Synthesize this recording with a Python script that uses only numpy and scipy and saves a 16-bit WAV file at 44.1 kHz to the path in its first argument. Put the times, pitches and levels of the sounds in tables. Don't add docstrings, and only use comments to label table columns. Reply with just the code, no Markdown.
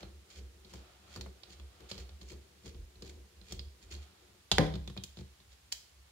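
import sys
import numpy as np
from scipy import signal
from scipy.fft import rfft, irfft
from scipy.io import wavfile
from scipy.ndimage import uniform_filter1d

SR = 44100
rng = np.random.default_rng(int(sys.argv[2]) if len(sys.argv) > 2 else 0)


def pcm_store(signal):
    levels = np.round(np.clip(np.atleast_2d(signal), -1, 1) * 32767)
    wavfile.write(sys.argv[1], SR, levels.astype(np.int16).T)


N = 269803
TIME_S, HIT_TIME_S = np.arange(N) / SR, np.arange(SR) / SR
SCREW_OUT_S, SHANK_S, HANDLE_S = 4.31, 4.5152, 4.583

# (time [s], ring [dB], ring focus [Hz], bright edge [dB], tap [dB], thump [dB])
CLICKS = [(0.0296, -40, 4020, -78, -49.5, -47), (0.6474, -46, 4200, -78, -71, -58.5),
          (0.7365, -43.5, 5160, -59, -54.5, -49), (1.1603, -37, 4600, -55, -48.5, -48.5),
          (1.1728, -49, 4400, -64, -55, -42.5), (1.2103, -33.5, 4400, -51.5, -55.5, -63),
          (1.2619, -55, 3000, -75, -51, -51), (1.4338, -38, 4300, -76, -61.5, -70),
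          (1.5976, -45.5, 2400, -85, -62, -74), (1.8051, -50.5, 4000, -68, -62, -58),
          (1.9135, -29.5, 4310, -59, -48.5, -46), (1.9788, -37.5, 4340, -59, -61, -56),
          (2.0919, -47, 4000, -81, -63.5, -64), (2.214, -44, 4110, -69, -63, -62),
          (2.3174, -48, 4400, -60, -60, -49.5), (2.6583, -53, 4000, -76.5, -66, -48),
          (2.7458, -51, 3030, -82, -68, -49.5), (2.9555, -54, 4000, -78, -75, -59),
          (3.022, -39, 4450, -60, -61.5, -45.5), (3.414, -47.5, 3980, -80, -78, -58),
          (3.5221, -33, 5000, -46, -53, -43), (3.5928, -31.5, 4400, -73, -62, -50),
          (3.9503, -40.5, 4360, -67, -69, -65), (4.6655, -37.5, 3700, -70, -57, -44),
          (4.7393, -36.5, 3640, -78, -55, -38), (4.7547, -37, 3680, -64, -53, -38.5),
          (4.8755, -35, 3720, -59, -56, -42.5), (4.8984, -44.5, 3700, -64, -58.5, -43),
          (4.9655, -48, 2400, -71, -51.5, -47), (4.9752, -31.5, 3230, -75, -51.5, -40.5),
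          (5.037, -33, 5130, -45, -67, -52), (5.171, -42.5, 3700, -81.5, -60, -47),
          (5.1884, -43.5, 3700, -77, -61, -43), (5.211, -55, 3700, -79, -63.5, -43.5),
          (5.4014, -50.5, 4020, -83, -68.5, -64), (5.7234, -24.5, 4940, -36.5, -57.5, -72)]
# (peak time [s], swell [s], fall [s], level [dB])
STROKES = [(.008, .005, .012, -59), (.308, 0.011, 0.017, -57.5), (.383, 0.025, 0.013, -58),
           (.748, 0.043, 0.033, -60.5), (1.158, 0.04, 0.017, -56), (1.528, 0.029, 0.012, -56),
           (1.893, 0.003, 0.041, -52), (1.995, .01, 0.022, -54.5), (2.222, .008, 0.0073, -58.5),
           (2.312, 0.029, 0.019, -56), (2.675, 0.022, 0.019, -56.5), (3.092, 0.03, 0.013, -54.5),
           (3.52, 0.037, 0.023, -56.5), (3.829, 0.0075, 0.013, -60), (3.92, 0.0077, 0.028, -48.5),
           (4.03, 0.011, 0.012, -63), (5.2, 0.025, 0.011, -61), (5.52, 0.011, 0.02, -64.5),
           (5.723, 0.0018, 0.0031, -41.5)]
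# (time [s], hold [s], glove rub [dB], rocking [dB])
PUSHES = [(0.032, .02, -55, -49), (.13, .04, -70, -53), (.375, .07, -58, -47), (0.555, 0.008, -69, -56),
          (0.663, .01, -62, -60), (0.749, 0.033, -54, -49.5), (1.11, .03, -66, -56), (1.175, .06, -55, -46),
          (1.26, .01, -55, -48), (1.49, 0.085, -64, -57), (1.598, .04, -64, -47), (1.819, .02, -58, -56),
          (1.97, .06, -54, -45.5), (2.117, 0.014, -70, -47.5), (2.225, .03, -59, -49),
          (2.33, .02, -53, -48.5), (2.665, .02, -53, -50.5), (2.76, .04, -63, -42), (2.96, .03, -72, -53.5),
          (3.04, .17, -53, -52), (3.375, 0.044, -79, -54.5), (3.52, .13, -57, -44.5), (3.84, .03, -67, -54),
          (3.927, 0.062, -56, -44.5), (4.77, .02, -70, -42), (5.2, .03, -70, -50), (5.477, .01, -81, -58),
          (5.977, 0.017, -82, -57.5)]
# (peak time [s], swell and fall [s], level [dB])
SWISHES = [(0, 0.057, -56), (.33, .05, -65), (.85, .12, -61), (1.12, 0.085, -60), (1.5, 0.1, -64.5),
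           (1.9, 0.16, -61), (2.5, .09, -74), (3.98, 0.096, -63.5), (4.2, .12, -67)]

# (frequency [Hz], level [dB], t60 [s])
CASTING_MODES = [(2477, -9, 0.075), (3063, -5, 0.036), (3400, -9, 0.06), (4270, 2.5, 0.035),
                 (4506, -3, 0.04), (4990, 2, 0.033), (6870, -12, .025)]
CARDBOARD_MODES = [(104.6, -1.5, 0.17), (133.4, -3.5, 0.2), (190.4, 0.5, 0.2), (259, -7.5, 0.058),
                   (287.5, -10.5, 0.092), (368.3, -7.5, 0.14), (487, -12, 0.069)]
SHANK_MODES = [(800, -16, 0.069), (1037, -18.5, 0.064), (1540, -23, 0.11), (2720, -19, 0.083),
               (3130, -2.5, 0.028), (3460, 0.5, 0.035), (3790, -3, 0.041), (4460, -8.5, .03),
               (4900, -6, 0.034), (6630, -10, 0.045), (7100, -13.5, 0.073)]
BENCH_MODES = [(119, -9, .4), (158, 0, .55), (192, -5, .3), (296, -7, .4), (342, -11, .33), (425, -12, .38),
               (501, -5, .25), (525, -7, .25), (563, -9, .3), (641, -15, .4), (686, -16, .38),
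               (765, -9, .4), (819, -11, .31), (1031, -13, .25)]

# (frequency [Hz], level [dB])
CHATTER_EQ = [(900, -26), (2000, -5), (3300, 6.5), (4800, 1), (6000, -5.5), (7200, -10.5), (8500, -22),
              (14000, -28)]
EDGE_EQ = [(3500, -20.5), (5200, 4.5), (7200, 7), (8500, -2), (11000, -11), (13500, -7), (15300, -6)]
TAP_EQ = [(120, -6.5), (330, -3), (470, 0.5), (600, 4), (780, 0), (1100, -1), (1400, -5.5), (2200, -7.5),
          (3500, -29)]
SCRAPE_EQ = [(700, -13.5), (1700, -6), (2600, -1), (4200, -1.5), (5200, -6), (7200, -4.5), (8300, -14.5),
             (12000, -22.5), (15500, -23)]
CLINK_EQ = [(120, -26.5), (200, 7), (299, -22), (777, -7), (933, -14), (1100, -12.5), (1940, -19.5),
            (3490, -2.5), (5630, -13), (6760, -15.5), (10500, -29), (11100, -50.5), (12400, -30),
            (16000, -45)]
CRACK_EQ = [(150, -12), (500, 1), (1100, -0.5), (1500, -1.5), (2000, 3), (2350, -3), (4200, -4),
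            (6500, -11.5), (9000, -22.5), (15000, -33)]
BOARD_EQ = [(50, -23), (95, 6), (150, 1.5), (195, 5), (270, 3), (380, -14), (520, -4.5), (680, -10),
            (900, -9), (1300, -18), (2500, -29), (6000, -48.5)]
SLEEVE_EQ = [(300, -13), (700, 4.5), (1000, -4.5), (1350, 2), (1700, -8), (2500, -4.5), (3500, -5),
             (5000, -11.5), (12000, -36)]
AIR_EQ = [(35, -27), (60, 0), (83, -2), (118, -10.5), (285, -22), (1100, -23.5), (1630, -23.5), (3580, -24),
          (7030, -28), (15500, -36.5)]
WEIGHT_EQ = [(60, -11), (200, 3), (700, -1), (1200, -12.5), (2500, -27), (5000, -23), (12000, -50)]
GLOVE_EQ = [(120, -19.5), (250, -9), (350, 4), (480, -3), (620, -10.5), (1500, -27), (4000, -43)]
ROOM_EQ = [(80, -14.5), (300, 1), (900, .5), (1700, -1.5), (3500, -1), (7000, -3), (15000, .5)]
# (frequency [Hz], left minus right [dB])
PORT_BALANCE = [(100, -1), (200, 2.5), (370, 6.5), (800, 1.5), (1600, -0.5), (2600, -2), (4300, -7.5),
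                (5600, -5.5), (6800, 9.5), (8100, 2.5), (10000, 7.5), (11500, 1), (13000, 2.5), (15500, -4)]


def clicks(chatter_t60_s=.03, ping_db=-6, spot_db=3, focus_db=7, focus_ratio=1.24):
    out = np.zeros((2, N))
    cardboard = attack_level(ring(CARDBOARD_MODES, width=.26), -3)
    for time_s, ring_db, focus_hz, edge_db, tap_db, thump_db in CLICKS:
        modes = [(hz, db + spot_db * rng.standard_normal(), t60_s) for hz, db, t60_s in CASTING_MODES]
        metal = burst(CHATTER_EQ, 0, chatter_t60_s, width=.88)
        metal += attack_level(ring(modes, width=1.6), ping_db)
        focus = [(focus_hz / focus_ratio, 0), (focus_hz, focus_db), (focus_hz * focus_ratio, 0)]
        add(out, time_s, attack_level(colour(metal, focus), ring_db - 13.5))
        add(out, time_s, burst(EDGE_EQ, edge_db - 1, t60_s=.04, width=.98))
        add(out, time_s, burst(TAP_EQ, tap_db - 1, t60_s=.041, width=.64))
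        add(out, time_s, cardboard * undb(thump_db))
    return out


def scraping(slips_per_s=850, scatter_db=3.5, scratch_t60_s=.005, scratch_db=-.5, casting_db=-6):
    pressure = sum(undb(db) * swell(time_s, rise_s, fall_s) for time_s, rise_s, fall_s, db in STROKES)
    onsets = rng.random(N) < slips_per_s / SR
    slips = onsets * undb(scatter_db * np.minimum(rng.exponential(size=N), 3))
    grit = noise(width=.97, size=N) * np.sqrt(np.abs(convolve(slips ** 2, fade(scratch_t60_s))))
    scratch = unit(colour(grit, SCRAPE_EQ)) * undb(scratch_db)
    ringing = unit(convolve(grit, ring(CASTING_MODES, width=0))) * undb(casting_db)
    return pressure * (scratch + ringing)


def screwdriver():
    out = np.zeros((2, N))
    add(out, SHANK_S, shank())
    add(out, HANDLE_S, handle())
    return out


def shank(chatter_db=-25.5, ring_db=-26, thump_db=-35):
    chatter = burst(CLINK_EQ, chatter_db, t60_s=.048, width=.51)
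    steel = attack_level(ring(SHANK_MODES, width=1.6), ring_db)
    thump = attack_level(ring(CARDBOARD_MODES, width=.25), thump_db)
    return chatter + steel + thump


def handle(crack_db=-24, settle_s=.0017, weight_db=-27, boom_db=-25, board_db=-28):
    contact = undb(-17) * noise(width=.78) * fade(t60_s=.022)
    contact[:, 0] += 1
    crack = attack_level(colour(contact, CRACK_EQ), crack_db)
    push = np.zeros_like(contact)
    push[:, int(settle_s * SR)] = 1
    weight = attack_level(colour(push, WEIGHT_EQ), weight_db)
    weak_modes = dense_tail(t60_s=.22, build_s=.0031, width=.43)
    board = attack_level(colour(weak_modes, BOARD_EQ), board_db)
    boom = attack_level(ring(BENCH_MODES, width=.93), boom_db)
    return crack + weight + boom + board


def gloves(attack_s=.016, t60_s=.23, sag_db_per_s=70, light_rub_db=-71):
    pushes = [undb(db) * envelope(time_s, attack_s, hold_s, t60_s, sag_db_per_s)
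              for time_s, hold_s, db, _ in PUSHES]
    light_rub = undb(light_rub_db) * envelope(0, attack_s, hold_s=SCREW_OUT_S, t60_s=1.6)
    cardboard = unit(convolve(noise(width=.12, size=N), np.diff(ring(CARDBOARD_MODES, width=.18))))
    rustle = unit(colour(noise(width=.4, size=N), GLOVE_EQ))
    return power_sum(pushes + [light_rub]) * (cardboard * undb(-2) + rustle * undb(-5))


def sleeves(gain_db=-4):
    motion = power_sum(undb(db) * swell(time_s, span_s, span_s) for time_s, span_s, db in SWISHES)
    return unit(colour(noise(width=.84, size=N), SLEEVE_EQ)) * motion * undb(gain_db)


def rocking(mode_hz=68, t60_s=.35, lag_s=.017, jolt_db=-36, light_sway_db=-73):
    sway = convolve(rng.standard_normal(N), ring([(mode_hz, 0, t60_s)], width=0))
    sway = convolve(sway, ring([(mode_hz, 0, t60_s / 4)], width=0))
    power = uniform_filter1d(sway[0] ** 2, int(.0308 * SR))
    even_sway = sway / np.sqrt(np.abs(power) + 1e-9)
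    pushes = [undb(db) * envelope(time_s + lag_s, attack_s=.021, hold_s=hold_s, t60_s=.27)
              for time_s, hold_s, _, db in PUSHES]
    jolt = undb(jolt_db) * envelope(SHANK_S + lag_s, attack_s=.01, hold_s=HANDLE_S - SHANK_S, t60_s=1.35)
    return even_sway * power_sum(pushes + [jolt, undb(light_sway_db)])


def room(x, t60_s=.41, wet_db=-7):
    tail = dense_tail(t60_s, build_s=.0023, width=.93)
    tail /= np.sqrt(np.sum(tail ** 2) / 2)
    return undb(wet_db) * colour(convolve(x, tail), ROOM_EQ)


def air(above_100_hz_db=-65):
    hiss = colour(noise(width=.98, size=N), AIR_EQ)
    return hiss / np.std(high_pass(hiss, 100, order=4)) * undb(above_100_hz_db)


def undb(db):
    return 10 ** (np.asarray(db) / 20)


def unit(x):
    return x / np.sqrt(np.mean(x ** 2))


def power_sum(levels):
    return np.sqrt(sum(level ** 2 for level in levels))


def attack_level(x, db):
    return x * undb(db) / np.sqrt(np.mean(x[..., HIT_TIME_S < .012] ** 2))


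def add(track, time_s, sound):
    start = int(time_s * SR)
    track[:, start:start + sound.shape[1]] += sound[:, :N - start]


def convolve(x, response):
    return signal.fftconvolve(np.atleast_2d(x), np.atleast_2d(response), axes=1)[:, :x.shape[-1]]


def high_pass(x, hz, order):
    return signal.sosfilt(signal.butter(order, hz, "high", fs=SR, output="sos"), x)


def colour(x, eq, size=4096):
    hz, db = np.transpose(eq)
    bins_hz = np.maximum(np.arange(size // 2 + 1) * SR / size, 1)
    cepstrum = irfft(np.log(undb(np.interp(np.log(bins_hz), np.log(hz), db))))
    cepstrum[1:size // 2] *= 2
    cepstrum[size // 2 + 1:] = 0
    return convolve(x, irfft(np.exp(rfft(cepstrum))))


def fade(t60_s):
    return np.exp(-np.log(1000) * HIT_TIME_S / t60_s)


def swell(peak_s, rise_s, fall_s):
    return np.exp(-((TIME_S - peak_s) / np.where(TIME_S < peak_s, rise_s, fall_s)) ** 2 / 2)


def envelope(peak_s, attack_s, hold_s, t60_s, sag_db_per_s=0):
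    age_s = TIME_S - peak_s
    rise = np.exp(-(np.minimum(age_s, 0) / attack_s) ** 2 / 2)
    sag = undb(-sag_db_per_s * np.clip(age_s, 0, hold_s))
    return rise * sag * np.exp(-np.log(1000) * np.maximum(age_s - hold_s, 0) / t60_s)


def noise(width, size=SR):
    mid, side = rng.standard_normal((2, size))
    return unit(np.array([mid + width * side, mid - width * side]))


def burst(eq, db, t60_s, width):
    return attack_level(colour(noise(width) * fade(t60_s), eq), db)


def dense_tail(t60_s, build_s, width):
    return noise(width) * fade(t60_s) * (1 - np.exp(-HIT_TIME_S / build_s))


def ring(modes, width):
    phases_rad = width * rng.choice([-1, 1], len(modes)) / 2
    sides = np.array([[1], [-1]])
    return sum((-1) ** k * undb(db) * fade(t60_s)
               * np.sin(2 * np.pi * hz * HIT_TIME_S + sides * phases_rad[k])
               for k, (hz, db, t60_s) in enumerate(modes))


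def scene():
    bench = clicks() + screwdriver() + scraping() + gloves() + sleeves()
    return bench + room(bench) + rocking() + air()


def record(dry, mono_below_hz=320, right_lag_samples=4, low_cut_hz=48, top_hz=15700):
    mid = (dry[0] + dry[1]) / 2
    side = high_pass((dry[0] - dry[1]) / 2, mono_below_hz, order=2)
    left = colour(mid + side, [(hz, db / 2) for hz, db in PORT_BALANCE])
    delayed = np.pad(mid - side, (right_lag_samples, 0))[:N]
    right = colour(delayed, [(hz, -db / 2) for hz, db in PORT_BALANCE])
    ports = high_pass(np.vstack([left, right]), low_cut_hz, order=4)
    return signal.sosfilt(signal.ellip(10, .2, 80, top_hz, fs=SR, output="sos"), ports)


dry = scene()
out = record(dry)
pcm_store(out)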